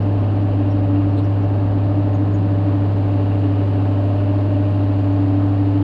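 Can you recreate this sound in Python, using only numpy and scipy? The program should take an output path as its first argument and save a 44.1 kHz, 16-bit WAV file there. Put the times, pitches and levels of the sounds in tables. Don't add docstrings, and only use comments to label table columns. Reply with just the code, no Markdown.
import sys
import numpy as np
from scipy import signal
from scipy.fft import rfft, irfft
from scipy.io import wavfile
from scipy.ndimage import uniform_filter1d

SR = 44100
rng = np.random.default_rng(int(sys.argv[2]) if len(sys.argv) > 2 else 0)


def generate_wav(sig):
    pcm = np.round(np.clip(np.atleast_2d(sig).T, -1, 1) * 32767).astype(np.int16)
    wavfile.write(sys.argv[1], SR, pcm)


N = 257103

# start in seconds, length in seconds, middle pitch in Hz,
# peak of the plain whistle in dB, rasp from 0 to 1.
SQUEAKS = [(0.013, .03, 5480, -61, .5), (0.192, .035, 5520, -65, .4), (0.404, .035, 5540, -68, .4),
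           (0.696, 0.039, 5550, -56.5, 0.4), (1.098, .03, 5480, -65, .5), (1.164, 0.044, 4070, -48.5, 0.9),
           (1.234, 0.03, 5720, -59, 0.7), (1.420, 0.033, 5800, -63, .3), (2.134, 0.033, 6620, -57.5, .3),
           (2.331, 0.037, 6700, -55, .2), (5.12, .03, 6600, -67.5, 0.65)]

# time of the top in seconds, half-width in seconds, peak in dB.
RATTLE_BOUTS = [(0.65, 1.2, -54.5), (4.0, 1.4, -54.5)]
# frequency in Hz, relative density in dB per Hz.
PANEL_SPECTRUM = [(2000, -29), (2400, -8), (2750, 0), (3050, -5.5), (3500, -24)]

# time in seconds, pitch in Hz, level in dB.
DRIVE_WHINE = [(2.7, 440, -70), (3.05, 436.5, -43), (3.33, 426, -40), (3.58, 403, -40),
               (3.95, 394.6, -41.5), (4.4, 385, -42.5), (4.9, 384, -59)]

# time in seconds, level in dB.
FAN_LEVEL = [(0, -30.5), (0.5, -32.5), (0.6, -21), (0.78, -27.5), (0.95, -21.5), (1.3, -27.5), (4.7, -26),
             (5.2, -21.5), (5.83, -21)]
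# frequency in Hz, relative density in dB per Hz.
AIR_SPECTRUM = [(10, -25), (40, -11), (90, -10), (170, -7.5), (205, -14.5), (240, -4.5), (280, 0),
                (315, -4), (345, -14.5), (450, -28)]
BLADES_PER_FIRING = 2.8714
OCTAVE_DB, OCTAVE_FADES_AT_S, OCTAVE_FADE_DB_PER_S = -37.5, 4.0, 5.5
AIR_START_DB, AIR_FADE_DB_PER_S = -27, 1.2

# time in seconds, firings per second.
ENGINE_SPEED = [(0, 101.24), (0.35, 101.86), (0.8, 100.91), (1.95, 101.67), (2.25, 101.33), (3.6, 100.79),
                (4.5, 101.07), (5.1, 100.55), (5.83, 101.48)]
CYLINDER_DB = [2.2, 0.6, 1.1, 0.26, 0.064, -1]

# frequency in Hz, relative density in dB per Hz.
GROWL_SPECTRUM = [(250, -25.5), (340, -3), (385, 5), (480, 1.5), (600, 0.5), (700, -2), (820, -5),
                  (920, -10.5), (1200, -32.5)]
KNOCK_SPECTRUM = [(650, -23.5), (930, -3), (1060, -0.5), (1250, -3), (1430, -7), (1720, -8), (2100, -16.5),
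                  (2800, -37)]
HISS_SPECTRUM = [(1500, -16.5), (2250, -1), (2800, 1), (3400, -5.5), (4500, -8), (5300, -18), (6000, -27),
                 (6500, -24.5), (7000, -21), (9400, -32), (10700, -30), (11800, -36.5), (13200, -39),
                 (16000, -50)]
# time of the top in seconds, half-width in seconds, gain added to the steady gain of 1, in dB.
KNOCK_SWELLS = [(2.75, .15, -14.5), (5.45, 0.13, -16.5)]
GROWL_START_DB, GROWL_FADE_DB_PER_S = -32.5, 0.12
KNOCK_DB = -42.5
HISS_START_DB = -51.5
TURN_AT_S, TURN_TAKES_S, TURN_HISS_DB = 2.7, 0.71, 1.5

# multiple of the two-turn engine cycle, level in dB.
THROB_LINES = [(2, -46.5), (3, -44), (4, -46.5), (5, -47), (7, -39), (8, -44.5), (9, -49), (11, -47.5),
               (12, -44.5), (13, -39.5), (14, -51), (15, -38.5), (16, -39), (17, -41.5), (18, -34),
               (19, -46.5), (22, -48), (33, -50), (37, -50), (40, -48.5), (41, -50), (42, -52.5),
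               (43, -52.5), (45, -48), (51, -50.5), (54, -55), (56, -54), (62, -59.5), (72, -61)]
# time of the top in seconds, half-width in seconds, peak in dB.
OVERTONE_SWELLS = [(0.55, .5, -43.5), (1.95, 0.25, -37.5), (4.55, 0.8, -33.5)]
BOOM_MULTIPLES = (10, 11)
# time of the top in seconds, half-width in seconds, peak in dB before unsteadiness.
BOOM_SWELLS = [(2.52, .3, -36.5)]
HUM_DB = -17
BOOM_START_DB, BOOM_FADE_DB_PER_S = -35.5, 0.5
BOOM_SHARE = 0.6

CUTOFF_HZ = 15400


def from_db(db):
    return 10 ** (np.asarray(db) / 20)


def rms_one(x):
    return x / np.sqrt(np.mean(x ** 2) + 1e-20)


def seconds():
    return np.arange(N) / SR


def in_time(rows):
    times, *columns = np.transpose(rows)
    return [np.interp(seconds(), times, column) for column in columns]


def swells(rows):
    return sum(from_db(db) * np.exp(-((seconds() - top) / width) ** 2) for top, width, db in rows)


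def drift(rate):
    hz = np.fft.rfftfreq(N, 1 / SR)
    white = rfft(rng.standard_normal(N))
    return rms_one(irfft(white / (1 + (hz / rate) ** 2), N))


def coloured(x, spectrum):
    hz, db = np.transpose(spectrum)
    log_hz = np.log(np.fft.rfftfreq(N, 1 / SR) + 1e-3)
    gain = from_db(np.interp(log_hz, np.log(hz), db, left=-np.inf, right=-np.inf))
    return rms_one(irfft(rfft(x) * gain, N))


def tone(turns):
    return np.sqrt(2) * np.cos(2 * np.pi * turns)


def squeaks(sag, rasp_hz, octave_db, lower_ratio, lower_db):
    out = np.zeros(N)
    for start_s, length_s, hz, db, rasp in SQUEAKS:
        progress = np.linspace(0, 1, int(length_s * SR))
        noise = uniform_filter1d(rng.standard_normal(SR // 4), size=40)
        shake = rms_one(noise)[:len(progress)]
        pitch_hz = hz * (1 - sag * (progress - 0.5)) + rasp * rasp_hz * shake
        turns = np.cumsum(pitch_hz) / SR
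        whistle = np.sin(2 * np.pi * turns)
        whistle += rasp * from_db(octave_db) * np.sin(4 * np.pi * turns)
        whistle += rasp * from_db(lower_db) * np.sin(2 * np.pi * lower_ratio * turns)
        start = max(int(start_s * SR), 0)
        out[start:start + len(progress)] += from_db(db) * np.sin(np.pi * progress) * whistle
    return out


def rattle(touches_per_s, clump_db):
    touched = rng.random(N) < touches_per_s / SR
    touches = touched * rng.standard_normal(N) * from_db(clump_db * drift(18))
    return swells(RATTLE_BOUTS) * coloured(touches, PANEL_SPECTRUM)


def drive():
    hz, db = in_time(DRIVE_WHINE)
    return from_db(db) * tone(np.cumsum(hz) / SR)


def fan(firings, gust_db, octave_gust_db, wander):
    blade_db, = in_time(FAN_LEVEL)
    octave_db = OCTAVE_DB - OCTAVE_FADE_DB_PER_S * np.maximum(seconds() - OCTAVE_FADES_AT_S, 0)
    air_db = AIR_START_DB - AIR_FADE_DB_PER_S * seconds()
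    blades = BLADES_PER_FIRING * firings + wander * drift(2.7)
    drone = from_db(blade_db + gust_db * drift(27)) * tone(blades)
    octave = from_db(octave_db + octave_gust_db * drift(9.6)) * tone(2 * blades)
    rush = from_db(air_db) * coloured(rng.standard_normal(N), AIR_SPECTRUM)
    return drone + octave + rush


def combustion(firings, ring_s, jitter_s, scatter_db):
    number = np.arange(1, int(firings[-1]))
    on_time = np.interp(number, firings, np.arange(N))
    at = on_time + jitter_s * SR * rng.standard_normal(len(number))
    force = from_db(scatter_db * rng.standard_normal(len(number)))
    age = np.arange(SR // 20) / SR
    out = np.zeros(N)
    for cylinder, db in enumerate(CYLINDER_DB):
        own = number % len(CYLINDER_DB) == cylinder
        blows = np.zeros(N)
        blows[np.clip(at[own], 0, N - 1).astype(int)] = force[own] * from_db(db)
        ring = rng.standard_normal(len(age)) * np.exp(-age / ring_s)
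        out += signal.fftconvolve(blows, ring)[:N]
    return out


def engine_part(firings, blows, spectrum, regular_db, puff_db):
    cylinder_db = np.array(CYLINDER_DB)[firings.astype(int) % len(CYLINDER_DB)]
    puff_gain = from_db(puff_db * np.sin(2 * np.pi * firings) + 0.5 * cylinder_db)
    puffs = rng.standard_normal(N) * puff_gain
    regular = from_db(regular_db) * coloured(blows, spectrum)
    return rms_one(coloured(puffs, spectrum) + regular)


def exhaust(firings, unsteady_db, wander):
    hum = from_db(HUM_DB) * tone(firings)
    cylinders = len(CYLINDER_DB)
    cycles = firings / cylinders
    offsets = rng.random(size=100)
    upper_boom = swells(BOOM_SWELLS)
    steady_boom = from_db(BOOM_START_DB - BOOM_FADE_DB_PER_S * seconds())
    lower_boom = steady_boom + BOOM_SHARE * upper_boom
    lines = [(multiple, from_db(db)) for multiple, db in THROB_LINES]
    lines += zip(BOOM_MULTIPLES, (lower_boom, upper_boom))
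    throb = np.zeros(N)
    for multiple, gain in lines:
        apart = multiple - cylinders
        offset = offsets[apart] if apart > 0 else 0.5 - offsets[-apart]
        unrest = np.sqrt(multiple / cylinders)
        line = tone(multiple * cycles + offset + wander * unrest * drift(1.6))
        throb += gain * from_db(unsteady_db * unrest * drift(4.3)) * line
    overtone = swells(OVERTONE_SWELLS) * tone(6 * firings)
    return hum + throb + overtone


def scene():
    firing_hz, = in_time(ENGINE_SPEED)
    firings = np.cumsum(firing_hz) / SR
    chirps = squeaks(sag=0.015, rasp_hz=220, octave_db=-13.0, lower_ratio=0.9, lower_db=0.0)
    panel = rattle(touches_per_s=2500, clump_db=2.7)
    whine = drive()
    drone = fan(firings, gust_db=1.5, octave_gust_db=2.26, wander=0.028)

    blows = combustion(firings, ring_s=0.012, jitter_s=0.00006, scatter_db=1.0)
    growl_gain = from_db(GROWL_START_DB - GROWL_FADE_DB_PER_S * seconds())
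    growl = growl_gain * engine_part(firings, blows, GROWL_SPECTRUM, regular_db=-4.0, puff_db=0.9)
    knock_gain = from_db(KNOCK_DB) * (1 + swells(KNOCK_SWELLS))
    knock = knock_gain * engine_part(firings, blows, KNOCK_SPECTRUM, regular_db=-4, puff_db=-0.5)
    turned = np.clip((seconds() - TURN_AT_S) / TURN_TAKES_S + 0.5, 0, 1)
    hiss_gain = from_db(HISS_START_DB + TURN_HISS_DB * turned)
    hiss = hiss_gain * engine_part(firings, blows, HISS_SPECTRUM, regular_db=-7.5, puff_db=0.6)

    hum = exhaust(firings, unsteady_db=0.99, wander=0.013)
    return (chirps + panel + whine + drone + growl + knock + hiss + hum)[None]


def record(dry):
    to_edge = np.minimum(np.arange(N), np.arange(N)[::-1]) / SR
    ease = np.sin(np.pi / 2 * np.minimum(to_edge / 0.004, 1)) ** 2
    low_pass = signal.cheby1(10, 0.1, CUTOFF_HZ, fs=SR, output="sos")
    return signal.sosfilt(low_pass, dry * ease)


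dry = scene()
out = record(dry)
generate_wav(out)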